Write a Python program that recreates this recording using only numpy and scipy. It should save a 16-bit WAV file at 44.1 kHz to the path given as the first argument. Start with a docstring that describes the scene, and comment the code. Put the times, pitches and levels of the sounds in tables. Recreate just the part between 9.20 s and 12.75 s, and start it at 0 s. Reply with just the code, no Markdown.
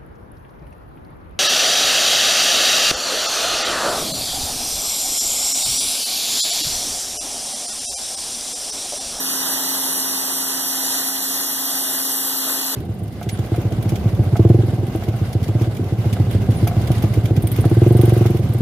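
"""Pressure washer on a wooden deck

An electric pressure washer cleans boards outdoors, heard from two close microphone ports.
The fan jet is shaped noise with ticking drops: it hisses at the nozzle and drums on the boards,
swelling and dipping as it sweeps along them, and a fuzzy high whistle rises inside the hiss.
Behind it, wavering tones locked to the turning shafts make the motor's hum, the throb and soft buzz
of the piston pump, and the whine of the gears."""
import sys
import numpy as np
from scipy import signal
from scipy.fft import rfft, irfft
from scipy.io import wavfile
from scipy.ndimage import uniform_filter1d

SR = 44100
rng = np.random.default_rng(int(sys.argv[2]) if len(sys.argv) > 2 else 0)


def materialize(psi):
    """Save the field psi as 16-bit PCM at rate SR to the path in sys.argv[1].

    A 1-D psi becomes a single channel; in a 2-D psi each row is a channel.
    """
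    bounded = np.clip(np.atleast_2d(psi).T, -1, 1)
    quanta = np.round(bounded * 32767).astype(np.int16)
    wavfile.write(sys.argv[1], SR, quanta)


N = 156555
TIME = np.arange(N) / SR  # seconds
WINDOW, HOP = 1024, 256  # short-time spectra, in samples


def amp(db):
    """Decibels to gain."""
    return 10 ** (np.asarray(db) / 20)


def evened(x):
    """Scales to rms 1."""
    return x / np.sqrt(np.mean(x ** 2) + 1e-20)


def follow(table, at):
    """Every column of a table after the first, joined by straight lines."""
    first, *columns = np.transpose(table)
    return [np.interp(at, first, column) for column in columns]


def colour(points_hz, values, hz):
    """Reads a spectrum on a log-frequency axis."""
    return np.interp(np.log(hz + 1), np.log(points_hz), values)


def wander(rate_hz):
    """Smooth random motion of rms 1, fading out around the given rate."""
    hz = np.fft.rfftfreq(2 * N, 1 / SR)
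    spectrum = rfft(rng.standard_normal(2 * N))
    return evened(irfft(spectrum * np.exp(-(hz / rate_hz) ** 2))[:N])


def blotches(shape, frames, bins):
    """Random field of rms 1, smoothed over so many frames and frequency bins."""
    field = uniform_filter1d(rng.standard_normal(shape), size=frames, axis=0)
    return evened(uniform_filter1d(field, size=bins, axis=1))


def drops(low_hz=1100, high_hz=11000, cycles=1.26, count=20):
    """Flung drops tick on the wet wood, each a very short damped ring at one of a few pitches."""
    drops_per_s, spread_db = 500, 1  # all pitches together; mean of the random boost per drop
    level_db = -13  # relative to the jet's noise
    out, t = np.zeros(N), np.arange(600) / SR
    for hz in np.geomspace(low_hz, high_hz, count):
        landed = rng.random(N) < drops_per_s / count / SR
        sizes = amp(spread_db * np.minimum(rng.exponential(1, N), 4)) * landed
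        ring = np.sqrt(hz) * np.sin(2 * np.pi * hz * t) * np.exp(-t * hz / cycles)
        out += signal.oaconvolve(sizes, ring)[:N]
    return amp(level_db) * evened(out)


def jet(pump, ripple=0.043):
    """Short-time spectra of the water: noise and drop ticks, rippling twice per pump turn."""
    water = rng.standard_normal(N) + drops()
    water = water * (1 + ripple * np.cos(4 * np.pi * pump))
    return signal.stft(water, nperseg=WINDOW, noverlap=WINDOW - HOP)[2].T


def drift(frames, bins):
    """Reflections off the boards colour the treble with peaks and dips that shift as the lance moves."""
    drift_db, width_hz, lasting_s, above_hz = 1.18, 300, 0.495, 1700  # dB is rms, before the treble tilt
    along = max(round(lasting_s * SR / HOP), 1)
    across = max(round(width_hz * WINDOW / SR), 1)
    hz = np.linspace(0, SR / 2, bins)
    treble = hz ** 2 / (hz ** 2 + above_hz ** 2)
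    return drift_db * blotches((frames, bins), along, across) * treble


def sweep_level(seconds, hz):
    """Moves of roar, splash and hiss in dB as the jet sweeps, cross-faded along the spectrum."""
    # Swells and dips of the jet. Each row: time in seconds, nozzle hiss, splash and roar of the
    # boards, all three as changes in dB.
    sweep = [(0.0, -1.5, -2.5, -1), (0.08, -0.5, .5, -0.5), (0.2, 1, 0.5, 1), (0.29, 0, 0, 3),
             (0.32, 0.5, 0.5, 1.5), (0.83, 1, 1, 0.5), (0.86, -1, -.5, 0), (1.2, .5, -0.8, 0.8),
             (1.58, -.5, -0.5, -1), (1.79, 0.5, 3.5, 2), (1.83, -0.5, -1, 0.5), (1.89, 2, 1, 0),
             (1.9, -2, -2.5, -2.5), (2.2, 1, 0.5, -.5), (2.31, -1, -2, -2.1), (2.54, 0, 0, -.5),
             (3.07, 1.5, -2.1, 0), (3.25, -1, 0.5, 1), (3.31, 2, 0.5, 2.3), (3.37, -2.3, 0.5, 0),
             (3.55, -2, -0.5, 0.5)]
    roar_top_hz, splash_hz, hiss_hz = 1790, 5400, 11100
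    hiss, splash, roar = (column[:, None] for column in follow(sweep, seconds))
    low = colour([roar_top_hz, splash_hz], [1, 0], hz)
    high = colour([splash_hz, hiss_hz], [0, 1], hz)
    return low * roar + high * hiss + (1 - low - high) * splash


def matched_ports(left, other, seconds, hz):
    """The right port hears part of the left port's spray, shifted in phase, and part of its own."""
    # How alike the ports hear the spray; some bands arrive in opposite phase. Each row: frequency
    # in Hz, likeness from 0 to 1, lead of the left port in radians.
    ports = [(30, .7, 3.14), (60, .5, 2.3), (130, .63, 1), (250, .9, .3), (450, .63, -.7), (700, .93, .6),
             (1000, .99, 0), (1350, .96, 0), (1700, .6, -.2), (1950, .4, -.3), (2170, 1, 3.1416),
             (2770, 1, 3.1416), (3080, .2, 1.1), (3350, .95, .1), (3720, .85, 0), (4330, 1, 3.1416),
             (5200, 1, 3.1416), (5600, .35, .7), (6250, .2, -1.8), (6900, .48, -2), (7600, .3, -.6),
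             (8250, .72, .3), (9200, .3, -.9), (10100, .68, .4), (10800, .65, 1.7), (11300, .55, -3),
             (11700, .65, -1.1), (12150, .96, 0), (12650, .68, .6), (13400, .35, 2.6), (14200, .3, 0)]
    sway_rad, sway_hz = 0.064, 18  # the phase between the ports sways a little as the lance moves
    port_hz, likeness, lead = np.transpose(ports)
    sway = sway_rad * np.interp(seconds, TIME, wander(sway_hz))[:, None]
    same = colour(port_hz, likeness * np.exp(-1j * lead), hz) * np.exp(1j * sway)
    own = np.sqrt(np.maximum(1 - abs(same) ** 2, 0))
    return np.array([left, same * left + own * other])


def spray(pump, patchy_db=1.13, flicker_db=0.65):
    """The jet's roar, splash and hiss: patchy turbulence that follows the sweep."""
    # Tone of the spray at each port. Each row: frequency in Hz, left and right density in
    # relative dB per Hz.
    spectrum = [(30, -30, -30), (99, -21, -21.5), (212, -12.5, -13), (320, -7, -13), (396, -6.5, -7),
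                (496, -16, -13), (554, -14, -8), (797, -6, -7.5), (1100, -10, -10), (1350, -11, -11),
                (1490, -12, -9.5), (2020, -11.5, -10), (2160, -22.5, -22), (2520, -12, -12),
                (2630, -11, -10), (3100, -8.5, -10), (3430, -8, -8), (3900, -9.5, -6.5), (4560, -4.5, -4),
                (4900, -7.5, -7), (5240, -6.5, -7.5), (5850, -13, -7), (6760, -7.5, -5.5),
                (7650, -10, -4.5), (8700, -6, -7), (9400, -7, -6), (10000, -4.5, -3), (10500, -1, -1.5),
                (11200, 0, -3), (11600, 0, -8), (12100, 0, -1), (12430, -2, -1.5), (13030, -6.5, -7),
                (13800, -10.5, -9)]
    level_db = -21.5  # rms of both ports together
    left, other = jet(pump), jet(pump)
    hz = np.fft.rfftfreq(WINDOW, 1 / SR)
    seconds = np.arange(len(left)) * HOP / SR
    patches = patchy_db * blotches(left.shape, frames=7, bins=10)
    flicker = flicker_db * blotches(left.shape, frames=5, bins=160)
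    moves = sweep_level(seconds, hz) + patches + flicker + drift(*left.shape)
    spray_hz, *sides = np.transpose(spectrum)
    tone = np.array([colour(spray_hz, side, hz) for side in sides])[:, None]
    both = matched_ports(left, other, seconds, hz) * amp(moves + tone)
    sound = signal.istft(both.swapaxes(1, 2), nperseg=WINDOW, noverlap=WINDOW - HOP)[1]
    return amp(level_db) * evened(sound[:, :N])


def nozzle():
    """A fuzzy whistle in the hiss: a narrow noise band whose pitch and level glide."""
    # Path of the whistling band. Each row: time in seconds, centre in Hz, left and right level in dB.
    whistle = [(0, 12400, -56, -55), (1.2, 12490, -45, -38), (2.1, 11900, -32, -33), (2.9, 12050, -35, -31),
               (3.55, 12050, -31, -38)]
    width_hz = 280  # reach of the noise to either side of the centre
    hz, *sides_db = follow(whistle, TIME)
    band = wander(width_hz) + 1j * wander(width_hz)
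    carrier = np.exp(2j * np.pi * np.cumsum(hz) / SR)
    return amp(sides_db) * (band * carrier).real


def partial(turns, lead, waver, waver_hz):
    """One line of the machine at both ports, wavering in level and phase; lead of the left in radians."""
    wavering = 1 + waver * (wander(waver_hz) + 1j * wander(waver_hz))
    tone = np.exp(2j * np.pi * turns) * wavering
    return np.array([tone, tone * np.exp(-1j * lead)]).real * np.sqrt(2) / np.sqrt(1 + 2 * waver ** 2)


def motor_hum(motor):
    """Hum at whole multiples of the motor's turns."""
    # Hum lines. Each row: multiple of the motor speed, left and right level in dB before facing.
    lines = [(1, -37.3, -39.5), (2, -62, -57)]
    return sum(amp([[left_db], [right_db]]) * partial(round(k) * motor, lead=0.24, waver=0.12, waver_hz=24)
               for k, left_db, right_db in lines)


def piston_throb(pump, pistons=3):
    """Each piston pushes once per pump turn, giving one throbbing tone."""
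    # Throb of the pistons. Each row: time in seconds, level in dB before facing.
    push = [(0, -49), (.6, -53), (1.2, -52), (3.55, -58)]
    tone = partial(pistons * pump + rng.random(), lead=0.11, waver=0.29, waver_hz=17)
    return amp(follow(push, TIME)[0]) * tone


def pump_buzz(pump):
    """A stack of strongly wavering multiples of the pump's turns."""
    # Buzz lines. Each row: multiple of the pump speed, level in dB relative to the overall trim.
    lines = [(5, -50.5), (6, -57), (7.53, -54), (9, -56), (11, -53), (12, -52), (13, -52.5), (14, -50),
             (15, -50), (16, -53), (17, -57), (18, -57), (19, -56.5), (20, -55), (22, -55)]
    trim_db = -1
    buzz = sum(amp(db) * partial(k * pump + rng.random(), lead=0.038, waver=0.46, waver_hz=5.1)
               for k, db in lines)
    return amp(trim_db) * buzz


def gear_whine(pump):
    """Meshing teeth whine at high multiples of the pump's turns."""
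    # Whine lines. Each row: multiple of the pump speed, left and right level in dB before facing,
    # lead of the left port in radians.
    lines = [(50, -50.5, -48.5, 2.3), (95, -64, -61, 1), (96, -64, -61, 1), (97, -63, -60, 1),
             (98, -63, -58, 1), (99, -62, -56, 1), (100, -45.5, -37, .95), (101, -56, -50, .95),
             (102, -63, -57, 1), (103, -63, -60, 1)]
    return sum(amp([[left_db], [right_db]]) * partial(k * pump + rng.random(), lead, waver=0.16, waver_hz=24.8)
               for k, left_db, right_db, lead in lines)


def machine(motor, pump):
    """Hum, throb, buzz and whine, all locked to the turns of the motor and the pump."""
    # Facing: the machine's level as the ports turn away from it. Each row: time in seconds, gain in
    # dB of hum, throb and buzz together, then of the whine at left and right.
    facing = [(0, 0, 2, 6.5), (.5, 1.7, -24, 7), (1.1, 0.2, 1, 6), (1.65, 0.5, 0, 6.5), (2.2, -1, 7.5, 2.5),
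              (2.9, 0.5, 9.5, 2.5), (3.55, 1, 9.5, -10)]
    body_gain, *whine_gains = amp(follow(facing, TIME))
    body = motor_hum(motor) + piston_throb(pump) + pump_buzz(pump)
    return body_gain * body + np.array(whine_gains) * gear_whine(pump)


def scene():
    """The motor drives the pump through a pair of gears; the pump feeds the jet."""
    # Motor speed. Each row: time in seconds, turns per second.
    speed = [(0, 265.7), (.4, 265.72), (.8, 266.08), (1.4, 266.14), (2.1, 266.08), (2.6, 266.17),
             (2.9, 266.0), (3.55, 266.15)]
    pinion_teeth, wheel_teeth = 11, 50
    motor = np.cumsum(follow(speed, TIME)[0]) / SR + rng.random()  # turns so far
    pump = motor * pinion_teeth / wheel_teeth
    return spray(pump) + nozzle() + machine(motor, pump)


def record(dry):
    """The recorder's band limit: a steep low-pass."""
    edge_hz = 14270
    lowpass = signal.firwin(1601, edge_hz, window=("kaiser", 9), fs=SR)
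    return signal.oaconvolve(dry, lowpass[None], "same")


dry = scene()
out = record(dry)
materialize(out)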